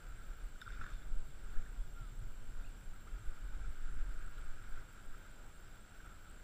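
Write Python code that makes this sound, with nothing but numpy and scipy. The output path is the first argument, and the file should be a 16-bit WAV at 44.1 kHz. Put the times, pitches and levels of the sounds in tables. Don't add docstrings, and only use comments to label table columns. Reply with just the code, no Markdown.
import sys
import numpy as np
from scipy import signal
from scipy.fft import rfft, irfft
from scipy.io import wavfile
from scipy.ndimage import uniform_filter1d

SR = 44100
rng = np.random.default_rng(int(sys.argv[2]) if len(sys.argv) > 2 else 0)


def convert_level_to_amplitude(level_db):
    exponent = np.asarray(level_db, float) / 20
    return 10 ** exponent


def persist_wave(psi):
    counts = np.round(np.clip(psi, -1, 1) * 32767).astype(np.int16)
    wavfile.write(sys.argv[1], SR, np.atleast_2d(counts).T)


N = 283563
T = np.arange(N) / SR


def evened(x):
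    return x / np.sqrt(np.mean(x ** 2) + 1e-20)


def smoothed(x, size):
    return uniform_filter1d(uniform_filter1d(x, size), size)


def add(mix, start_s, sound):
    part = mix[round(start_s * SR):][:len(sound)]
    part += sound[:len(part)]


def ring(hz, t60_s):
    t = np.arange(round(2.0 * t60_s * SR)) / SR
    fade = np.log(1000) * t / t60_s
    return fade * np.exp(1 - fade) * np.sin(2 * np.pi * hz * t)


def steadied(x, seconds, share):
    power = smoothed(x ** 2, round(seconds * SR / 2))
    return evened(x / (power + 0.009) ** (share / 2))


def swelling(base, swells):
    t = T[::128]
    power = convert_level_to_amplitude(2 * np.interp(t, *np.transpose(base)))
    for centre_s, peak_db, width_s in swells:
        power = power + convert_level_to_amplitude(2 * peak_db - 49 * ((t - centre_s) / width_s) ** 2)
    return np.interp(T, t, 10 * np.log10(power))


def flat(level_db):
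    return [(0, level_db), (T[-1], level_db)]


def pulse(peak_db, hz, t):
    return convert_level_to_amplitude(peak_db) * np.hanning(len(t)) * np.sin(2 * np.pi * hz * t)


# start_s, level_db
BREEZE = [(0, -62.5), (.4, -58.5), (.62, -61), (.8, -53.5), (1.2, -56), (1.4, -48.5), (1.7, -47.5),
          (2.35, -61.5), (2.6, -50.5), (3.0, -53.5), (3.35, -64), (3.5, -53), (4.15, -51), (4.6, -54),
          (4.9, -58.5), (5.5, -58.5), (6.1, -60.5), (6.43, -55.5)]
# centre_s, peak_db, width_s
SHOVES = [(0.19, -44, 0.1), (0.3, -48, 0.054), (0.8, -43, 0.054), (0.98, -35.5, 0.067), (1.1, -27.5, 0.05),
          (1.18, -31.5, 0.057), (1.32, -45, 0.071), (1.43, -56, 0.065), (1.56, -23.5, 0.066),
          (2.29, -36.5, 0.073), (2.43, -43, 0.11), (2.56, -49, 0.05), (2.66, -42, 0.03), (2.93, -54, 0.52),
          (3.13, -55, 0.065), (3.3, -32, 0.035), (3.52, -39.5, 0.2), (3.87, -37.5, 0.26), (4.05, -35, 0.26),
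          (4.27, -33.5, 0.028), (4.43, -37, 0.2), (4.74, -38.5, 0.1), (5.11, -43.5, 0.092)]
# centre_s, peak_db, width_s
PUFFS = [(0.1, -41.5, 0.066), (0.201, -46, 0.032), (0.3, -36, 0.032), (0.45, -37, 0.042),
         (0.55, -36, 0.031), (0.74, -33.5, 0.039), (0.95, -37, 0.038), (1.13, -32, 0.07), (1.22, -40, 0.03),
         (1.5, -43, 0.042), (1.62, -55, 0.077), (1.71, -39.5, 0.042), (1.8, -27, 0.024),
         (2.06, -38.5, 0.098), (2.23, -36, 0.075), (2.41, -43, 0.069), (2.48, -34.5, 0.044),
         (2.59, -31.5, 0.041), (2.7, -47, 0.027), (2.9, -49, 0.084), (3.15, -37.5, 0.048),
         (3.28, -39, 0.035), (3.45, -30, 0.028), (3.6, -32.5, 0.07), (3.689, -22.5, 0.022),
         (3.85, -39, 0.028), (3.95, -39, 0.15), (4.06, -32.5, 0.091), (4.17, -42, 0.04), (4.42, -36, 0.049),
         (4.69, -51, 0.11)]
# centre_s, peak_db, width_s
FLAPS = [(0.29, -44, 0.025), (0.44, -59, 0.037), (0.75, -60, 0.034), (0.81, -40.5, 0.052), (0.9, -52, 0.04),
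         (0.98, -57, 0.05), (1.06, -47, 0.027), (1.15, -45, 0.077), (1.58, -47, 0.13), (1.74, -64, 0.03),
         (1.81, -66, 0.05), (2.15, -64, 0.027), (2.22, -56, 0.13), (2.56, -58, 0.044), (2.65, -58, 0.04),
         (2.77, -61, 0.045), (3.14, -56, 0.065), (3.48, -49, 0.091), (3.6, -46, 0.073), (3.95, -42, 0.1),
         (3.28, -53, .05), (4.4, -66, 0.046), (4.76, -53, .05), (4.83, -63, 0.05), (5.0, -75, 0.041),
         (5.92, -55, 0.03), (6.07, -53, 0.073)]
# centre_s, depth_db, width_s
LULLS = [(.37, -1, .04), (.6, 13, 0.08), (.87, 2, 0.037), (1.37, 4, 0.14), (1.66, 5, .03), (2.34, 3, 0.046),
         (2.97, 9, .05), (3.35, 5, 0.041), (3.76, 15, 0.045), (4.34, 21, .04), (4.58, 8, 0.087),
         (4.92, 10, 0.1), (5.28, 1, 0.087), (5.53, 13, 0.071), (5.78, 20, 0.047), (5.9, 12, 0.084),
         (6.23, 24, 0.037)]
# low_hz, high_hz, upper_slope_steepness
EDDIES = [
    (8.5, 12.9, 2.53),
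    (23.4, 37.6, 7.2),
    (48.4, 61.4, 2.05),
    (96, 193, 1),
]
# level_db at middling wind, share of the wind's swings
FOLLOW = [
    (-46.5, 0.9),
    (-49, 0.63),
    (-60.5, 0.47),
    (-62, 0.17),
]


def wind(middling_db=-50, flap_lift_db=10):
    hz = np.fft.rfftfreq(N, 1 / SR) + 0.0005
    out = np.zeros(N)
    flaps = [(s, db + flap_lift_db, width_s) for s, db, width_s in FLAPS]
    slack_db = np.zeros(len(T[::128]))
    for centre_s, depth_db, width_s in LULLS:
        bell = 2.6 * ((T[::128] - centre_s) / width_s) ** 2
        slack_db += depth_db * np.exp(-np.clip(bell, 0, 50))
    slack_db = np.interp(T, T[::128], slack_db)
    push_db = swelling(BREEZE, SHOVES)
    puff_db = swelling(BREEZE, PUFFS) - slack_db
    flap_db = swelling(BREEZE, flaps) - slack_db
    drives_db = (push_db, puff_db, flap_db, flap_db)
    for (low_hz, high_hz, steep), (level_db, share), drive_db in zip(EDDIES, FOLLOW, drives_db):
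        shape = 1 / np.sqrt((1 + (low_hz / hz) ** 8) * (1 + (hz / high_hz) ** (2 * steep)))
        eddies = evened(irfft(rfft(rng.standard_normal(N)) * shape, N))
        gusts = smoothed(convert_level_to_amplitude(level_db + share * (drive_db - middling_db)), 900)
        pushed = gusts * steadied(eddies, 4.4 / low_hz, 0.87)
        second_slope = np.sqrt(1 + (hz / high_hz / 1.6) ** (2 * steep))
        out += irfft(rfft(pushed) / second_slope, N)
    return out


# start_s, peak_db, ring_hz, bright_db re ring, t60_s
SPATTER = [
    (0.6154, -56.5, 1740, 4, 0.0065),
    (0.8115, -50, 1200, -14, 0.008),
    (0.864, -60, 1700, -3, 0.01),
    (0.903, -53.5, 1250, -9, 0.012),
    (3.8534, -53.5, 1450, -8, 0.0089),
    (4.3805, -52, 1385, -12, 0.02),
    (6.003, -55, 1510, -22, 0.02),
]
# mode_hz, level_db, t60_s
GLINTS = [(3020, 2, 0.0023), (4400, -3.5, 0.0021), (2370, 1, 0.0026), (1790, 2, 0.0055),
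          (11140, -10.5, 0.004), (7000, 0, 0.00067)]


def spatter():
    out, t = np.zeros(N), np.arange(900) / SR
    for start_s, peak_db, ring_hz, bright_db, t60_s in SPATTER:
        impact = 0.71 * np.exp(-t / 0.00022)
        droplets = rng.standard_normal(900) * np.minimum(t / 0.004, 1)
        burst = (impact + droplets) * convert_level_to_amplitude(-60 * t / t60_s)
        low = np.convolve(burst * np.cos(2 * np.pi * ring_hz * t), ring(ring_hz, 0.01))
        add(out, start_s, convert_level_to_amplitude(peak_db) * low / abs(low).max())
        for glint_hz, glint_db, glint_t60_s in GLINTS:
            high = np.convolve(burst, ring(glint_hz * rng.uniform(1.0, 1.01), glint_t60_s))
            add(out, start_s, convert_level_to_amplitude(peak_db + bright_db + glint_db) * high / abs(high).max())
    return out


# centre_s, peak_db, ring_hz, width_ms
KNOCKS = [(.561, -55, 1440, 6.3), (.606, -58, 1510, 6.9), (.617, -47.5, 3660, 3.6), (.6172, -59, 5160, 2.6),
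          (0.619, -47, 1530, 3), (0.6222, -44.5, 1440, 5.4), (0.629, -54, 1420, 5.7),
          (.6625, -53, 1400, 2.5), (0.666, -48, 1388, 4.5), (.6732, -51, 1422, 4),
          (0.679, -39.5, 1390, 2.9), (.695, -55, 1480, 4), (0.7055, -44.5, 1530, 4.1),
          (.72, -58, 1536, 4.4), (.738, -59, 1430, 6), (.7565, -56, 1448, 3.2), (.765, -53, 1385, 3.2),
          (0.776, -53, 1355, 2.4), (0.789, -52, 1498, 1.6), (0.806, -58, 1280, 4.6), (.8138, -41, 1520, 2),
          (0.816, -38.5, 1390, 2.9), (.816, -56, 2300, 1.7), (.8235, -55, 2300, 1.1),
          (0.829, -57, 1556, 2.4), (.85, -55, 1436, 3), (.822, -45, 1420, 3.3), (0.8373, -49, 1440, 3.1),
          (0.8412, -41, 1450, 1.3), (0.8448, -44, 1494, 1.8), (0.8546, -55, 1550, 3.4),
          (.8623, -48, 1532, 2), (0.8657, -43, 1380, 1.6), (.8655, -58, 2700, 1), (.869, -53, 1450, 2),
          (0.873, -55, 1310, 3.5), (.8781, -50, 1477, 2), (0.8816, -55, 1500, 2.3), (0.89, -51, 1572, 3),
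          (.9065, -51, 1440, 2.5), (.9035, -60, 2500, 1), (0.911, -53, 1322, 4.3), (0.919, -53, 1330, 3.5),
          (.926, -58, 1440, 4), (.938, -55, 1352, 2), (.9954, -59, 1508, 4.1), (1.0207, -54, 1530, 2.4),
          (1.52, -59, 1509, 1.6), (1.543, -52, 1550, 1.9), (1.5455, -61, 1469, 2.7), (1.537, -55, 1550, 2.5),
         (1.572, -54, 1700, 5.5), (1.5948, -56, 1421, 1.8), (1.664, -55.5, 1740, 4.6),
         (2.5525, -55, 1500, 3.5), (2.598, -57, 1570, 2.6), (4.3805, -55, 3500, .9), (0.57, -59, 2600, .7),
         (.6165, -61, 4400, .7), (.803, -63, 3000, .6), (.935, -64.5, 4450, 3), (.728, -63, 2400, 2.5),
         (.69, -62, 2500, 2)]
# start_s, peak_db, ring_hz
SLAPS = [(2.9388, -55, 1480), (2.9607, -54, 1400), (3.2128, -58, 1410), (3.2682, -49, 1510),
         (3.3079, -57, 1460), (3.4855, -54, 1450), (3.6028, -55, 1450), (4.1001, -63, 1540),
         (4.4354, -56, 1430), (5.061, -55, 1340), (5.505, -56, 1350), (5.8507, -57, 1480),
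         (6.142, -57, 1410), (6.4004, -56, 1550), (4.60, -54, 1450), (4.69, -52, 1400), (4.72, -52, 1500),
         (3.378, -45, 1442), (3.4119, -53, 1360), (3.4358, -52, 1460), (3.6234, -55, 1500),
         (3.7156, -51, 1540), (3.7566, -52, 1460), (3.7806, -53, 1430), (3.853, -53, 1400),
         (4.159, -46, 1460), (4.188, -57, 1350), (4.235, -45, 1570), (4.3807, -48, 1370),
         (4.4236, -54, 1410), (4.648, -48, 1390), (4.7543, -53, 1410), (4.931, -58, 1310),
         (5.147, -46, 1380), (5.4543, -56, 1450), (5.669, -51, 1590), (5.7446, -49, 1570),
         (5.948, -58, 1500), (6.0023, -48, 1540), (6.1086, -51, 1320)]
# centre_s, peak_db, ring_hz
PINGS = [(.6094, -64, 3610), (.6285, -61, 3541), (.6357, -64, 3476), (0.626, -61, 5300), (.634, -65, 5240),
         (.643, -70, 5200), (.6717, -58, 3623), (.69, -60, 3560), (.7228, -57.5, 3626), (.7337, -62, 3607),
         (.7495, -63, 3649), (.8093, -70, 5373), (.8194, -62, 3582), (.8242, -62, 3600), (.8421, -64, 3760),
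         (.854, -72, 3600), (.866, -60, 3600), (.944, -67, 3504), (.949, -70, 3550), (1.0205, -63, 3380),
         (1.028, -63, 3700)]


def pings(slap_ms=2.98, slap_db=-7.5, ping_ms=2.6):
    out = np.zeros(N)
    slaps = [(s + slap_ms / 2000, db + slap_db, hz, slap_ms) for s, db, hz in SLAPS]
    fine = [(*ping, ping_ms) for ping in PINGS]
    for centre_s, peak_db, ring_hz, width_ms in KNOCKS + slaps + fine:
        t = np.arange(-width_ms, width_ms, 1000 / SR) / 1000
        add(out, centre_s + t[0], pulse(peak_db, ring_hz, t))
    return out


# mode_hz, width_hz, level_db
SHELL = [
    (1330, 365, 5.5),
    (1590, 280, 6),
    (2157, 1230, 1),
    (3600, 630, -9),
    (4820, 2560, -11),
    (2480, 235, -11.5),
    (1900, 190, -10),
]


def shell_response(modes):
    shell = np.zeros(4000)
    for k, (mode_hz, width_hz, level_db) in enumerate(modes):
        add(shell, 0, (-1) ** k * convert_level_to_amplitude(level_db) * width_hz * ring(mode_hz, 1.92 / width_hz))
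    return shell


def washed(shell, drops_per_s=900, spread_db=2.5, wash_db=0.0):
    sizes = convert_level_to_amplitude(spread_db * np.minimum(rng.exponential(1, N), 5))
    drops = sizes * (rng.random(N) < drops_per_s / SR)
    drive = evened(drops * rng.choice([-1., 1.], N)) + convert_level_to_amplitude(wash_db) * rng.standard_normal(N)
    return steadied(signal.oaconvolve(drive, shell)[:N], 0.1, 0.13)


# start_s, low_ring_db
LAP = [(0, -64.5), (.45, -66), (.55, -69), (.7, -64), (.83, -59), (.95, -66.5), (1.15, -67.5),
       (1.45, -72.5), (1.9, -69.5), (2.5, -68.5), (3.0, -69), (3.3, -65), (4.1, -64), (4.8, -63),
       (4.86, -66.5), (5.5, -67), (5.9, -68.5), (6.43, -67.5)]
# centre_s, peak_db, width_s
WAVELETS = [(1.56, -65, 0.34), (1.97, -74, 0.031), (2.6, -66.5, 0.062), (2.96, -69, 0.061),
            (3.08, -65, .02), (3.15, -64, 0.038), (3.64, -65, 0.04), (4.01, -64, 0.054), (4.2, -65, 0.091),
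            (3.88, -68, 0.044), (4.65, -68, 0.049), (4.78, -64, 0.062), (4.98, -65, 0.052),
            (5.15, -66, 0.038), (5.26, -63, 0.025), (5.96, -64.5, 0.044), (6.07, -64, 0.11),
            (6.27, -70, .06)]
# centre_s, lift_db, width_s
SPRAY = [(.635, -3, .03), (.72, 2.5, 0.08), (.83, -0.5, 0.091), (.93, 0, 0.073), (1.0, -2, 0.092)]


def lapping(water_db):
    edges_hz = (1140, 1738)
    bandpass = signal.butter(2, edges_hz, "bandpass", fs=SR, output="sos")
    low = washed(signal.sosfilt(bandpass, shell_response(SHELL[:2])))
    bright = washed(shell_response(SHELL[2:]))
    bright_db = -72 + 0.64 * (water_db + 66.5) + swelling(flat(0), SPRAY)
    return convert_level_to_amplitude(water_db) * low + convert_level_to_amplitude(bright_db) * bright


def pocket(water_db, pocket_hz=1374, width_hz=108, level_db=-73.5, share=2):
    stir = rng.standard_normal(N)
    gurgle = evened(signal.oaconvolve(stir, ring(pocket_hz, 1.76 / width_hz))[:N])
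    return convert_level_to_amplitude(level_db + share * (water_db + 64)) * gurgle


# centre_s, peak_db, width_s
MIST = [(.635, -72, 0.06), (.69, -73, .02), (.74, -80, 0.1), (.83, -79, 0.25), (.94, -71, 0.13),
        (1.02, -79, 0)]
# mode_hz, t60_s, level_db
MIST_MODES = [(3560, 0.0066, -3), (5150, 0.004, -11), (4340, 0.0048, -10)]


def mist():
    stir, out = rng.standard_normal(N), np.zeros(N)
    for mode_hz, t60_s, level_db in MIST_MODES:
        out += convert_level_to_amplitude(level_db) * evened(signal.oaconvolve(stir, ring(mode_hz, t60_s))[:N])
    return convert_level_to_amplitude(swelling(flat(-95), MIST)) * out


# start_s, peak_db, wobble_hz, length_s
BUMPS = [(1.268, -54.5, 142, 0.053), (1.865, -54, 140, 0.028), (1.998, -46, 123.3, 0.04),
         (2.111, -49, 106, 0.031), (2.2, -47, 109, 0.049), (2.248, -54, 108, 0.054),
         (2.802, -55.5, 110, 0.053), (3.167, -52, 104.3, 0.091), (3.66, -52, 138, 0.047),
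         (6.072, -62, 76.5, 0.15), (3.802, -62.5, 212, 0.035)]


def bumps():
    out = np.zeros(N)
    for start_s, peak_db, wobble_hz, length_s in BUMPS:
        add(out, start_s, pulse(peak_db, wobble_hz, np.arange(round(length_s * SR)) / SR))
    return out


# start_s, peak_db, start_hz, end_hz, length_s
BUBBLES = [(0.782, -66, 1900, 2500, 0.017), (2.642, -60, 2490, 2580, 0.012),
           (2.654, -67, 2750, 2900, 0.018), (2.668, -64, 2600, 2850, .018), (2.807, -62, 1350, 1560, 0.021),
           (3.901, -62, 1540, 1920, 0.023), (3.061, -57, 1062, 1504, 0.03), (3.053, -67, 880, 1060, .014),
           (4.268, -68, 1260, 1610, 0.018), (4.428, -59, 1398, 1434, 0.032),
           (6.043, -64, 1315, 1390, 0.034), (6.102, -58, 1380, 1300, .035), (6.241, -64, 1407, 1250, 0.049),
           (6.285, -67, 1310, 1430, 0.039)]


def bubbles():
    out = np.zeros(N)
    for start_s, peak_db, start_hz, end_hz, length_s in BUBBLES:
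        hz = np.linspace(start_hz, end_hz, round(length_s * SR))
        add(out, start_s, convert_level_to_amplitude(peak_db) * np.hanning(len(hz)) * np.sin(2 * np.pi * np.cumsum(hz) / SR))
    return out


# time_s, pitch_hz, level_db
WHISTLE = [
    (1.952, 1383, -74),
    (1.976, 1387, -58),
    (1.998, 1395, -62),
    (2.022, 1360, -60.5),
    (2.045, 1305, -66.5),
    (2.074, 1240, -70.5),
    (2.105, 1165, -75),
]


def whistle(waver_hz=4):
    time_s, pitch_hz, level_db = np.transpose(WHISTLE)
    t, out = np.arange(time_s[0], time_s[-1], 1 / SR), np.zeros(N)
    waver = waver_hz * evened(uniform_filter1d(rng.standard_normal(len(t)), size=300))
    hz = np.interp(t, time_s, pitch_hz) + waver
    tone = np.sqrt(2) * np.sin(2 * np.pi * np.cumsum(hz) / SR)
    level = convert_level_to_amplitude(np.interp(t, time_s, level_db))
    add(out, time_s[0], level * tone * signal.windows.tukey(len(t), .2))
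    return out


FRAME_HZ = 59.94
# start_share, end_share, pitch_hz, scatter_hz, peak_db, heavy_peak_db
WHINES = [
    (0.121, 0.498, 7536, 98.6, -68, -64.5),
    (0.587, 1.014, 7486, 56.75, -72.5, -73.5),
]
HEAVY = [
    np.r_[11:290:15, 303:390:15],
    np.r_[3:300:15, 310:390:15],
]


def whines(heavy_hz=8200, waver_hz=120, scatter_db=1.0, locked_db=-84):
    frame, place = np.divmod(T * FRAME_HZ, 1)
    frame, out = frame.astype(int), np.zeros(N)
    locked = convert_level_to_amplitude(locked_db) * np.sin(2 * np.pi * 126 * FRAME_HZ * T)
    for (start, end, pitch_hz, scatter_hz, peak_db, heavy_db), heavy in zip(WHINES, HEAVY):
        chance = rng.standard_normal((frame[-1] + 1, 2))[frame]
        loaded = np.isin(frame, heavy)
        waver = waver_hz * evened(uniform_filter1d(rng.standard_normal(N), size=60))
        hz = np.where(loaded, heavy_hz, pitch_hz + scatter_hz * chance[:, 0]) + waver
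        gate = np.clip(np.minimum(place - start, end - place) / 0.0057, 0, 1)
        level_db = np.where(loaded, heavy_db, peak_db + scatter_db * chance[:, 1])
        out += gate * (convert_level_to_amplitude(level_db) * np.sin(2 * np.pi * np.cumsum(hz) / SR) + locked)
    return out


# start_share, length_share, pitch_hz, peak_db
OVERSHOOTS = [
    (.13, 0.23, 8190, -76),
    (.56, 0.094, 8230, -72.5),
    (.74, 0.09, 8040, -82),
]


def overshoots(scatter_db=5.7, scatter_hz=150):
    frame, place = np.divmod(T * FRAME_HZ, 1)
    frame, out = frame.astype(int), np.zeros(N)
    for start, length, pitch_hz, peak_db in OVERSHOOTS:
        size, detune, turn = rng.standard_normal((frame[-1] + 1, 3))[frame].T
        gate = np.sin(np.pi * np.clip((place - start) / length, 0, 1))
        cycles = (pitch_hz + scatter_hz * detune) * place / FRAME_HZ + turn
        out += convert_level_to_amplitude(peak_db + scatter_db * size) * gate * np.sin(2 * np.pi * cycles)
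    return out


# frame_share, peak_db, ring_hz, t60_s
EDGES = [(.492, -68, 3050, .004), (.992, -68, 3050, .004), (.51, -72, 3600, .005), (.01, -72, 3600, .005),
         (.6, -75, 5100, .004), (.1, -75, 5100, .004), (.48, -67, 10000, .0004), (.55, -70, 10000, .0004),
         (.58, -67, 10000, .0004), (.64, -69, 10000, .0004), (.11, -68, 10000, .0004),
         (.14, -70, 10000, .0004), (.19, -70, 10000, .0004), (.98, -68, 10000, .0004)]


def ticks():
    out = np.zeros(N)
    for share, peak_db, ring_hz, t60_s in EDGES:
        t = np.arange(round(t60_s * SR)) / SR
        tick = convert_level_to_amplitude(peak_db - 60 * t / t60_s) * np.sin(2 * np.pi * ring_hz * t)
        for k in range(int(T[-1] * FRAME_HZ) + 1):
            add(out, (k + share) / FRAME_HZ, tick)
    return out


TREBLE_HZ = 12850
# freq_hz, level_db
FLOOR_COLOUR = [(60, 12), (150, -10.5), (300, -14), (600, -14), (1000, -16.5), (2000, -29.5), (3000, -21),
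                (5000, -28.5), (7000, -31), (9500, -30), (11800, -35), (13500, -28.5), (14300, -36), (15300, -25)]


def floor(level_db=-63, patchy_db=1.5, flicker_db=2.2):
    frames, hz = N // 256 + 5, np.fft.rfftfreq(1024, 1 / SR)
    a, b, patches = rng.standard_normal((frames, 513, 3)).T
    patches = uniform_filter1d(uniform_filter1d(patches, size=10, axis=0), size=12, axis=1)
    freq_hz, freq_db = np.transpose(FLOOR_COLOUR)
    colour_db = np.interp(np.log(hz + 1), np.log(freq_hz), freq_db) - 40 * (hz < 60)
    flicker = evened(uniform_filter1d(rng.standard_normal(frames), size=2)) * (hz[:, None] > TREBLE_HZ)
    z = (a + 1j * b) * convert_level_to_amplitude(colour_db[:, None] + patchy_db * evened(patches) + flicker_db * flicker)
    return convert_level_to_amplitude(level_db) * evened(signal.istft(z, nperseg=1024, noverlap=768)[1][:N])


def scene():
    water_db = swelling(LAP, WAVELETS)
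    water = spatter() + pings() + lapping(water_db) + pocket(water_db) + mist() + bubbles()
    supply = whines() + overshoots() + ticks()
    return (wind() + water + bumps() + whistle() + supply + floor())[None]


def roll_off(x):
    return signal.sosfilt(signal.butter(12, 15570, fs=SR, output="sos"), x)


# start_s, end_s
STARVED = [(1.08, 1.12), (1.165, 1.228), (3.56, 3.7), (3.812, 3.935), (3.985, 4.105), (4.41, 4.445)]


def record(dry):
    hz, t, z = signal.stft(dry, SR, nperseg=256)
    starved = np.any([(t > start_s) & (t < end_s) for start_s, end_s in STARVED], axis=0)
    survives = np.repeat(rng.random(len(t) // 2 + 1) < .3, 2)[:len(t)]
    scraps = survives & (hz[:, None] > 14350) & (hz[:, None] < 15200)
    gain = np.where(starved & (hz[:, None] > TREBLE_HZ), 2.0 * scraps, 1)
    thinned = signal.istft(z * gain, SR, nperseg=256)[1][:, :N]
    above_hz = np.fft.rfftfreq(N, 1 / SR) - 15380
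    limit_db = -np.clip(above_hz / 4, 0, 60) - 8.7 * (above_hz > 0)
    mix = irfft(rfft(thinned) * convert_level_to_amplitude(limit_db), N)
    return roll_off(mix)


dry = scene()
out = record(dry)
persist_wave(out)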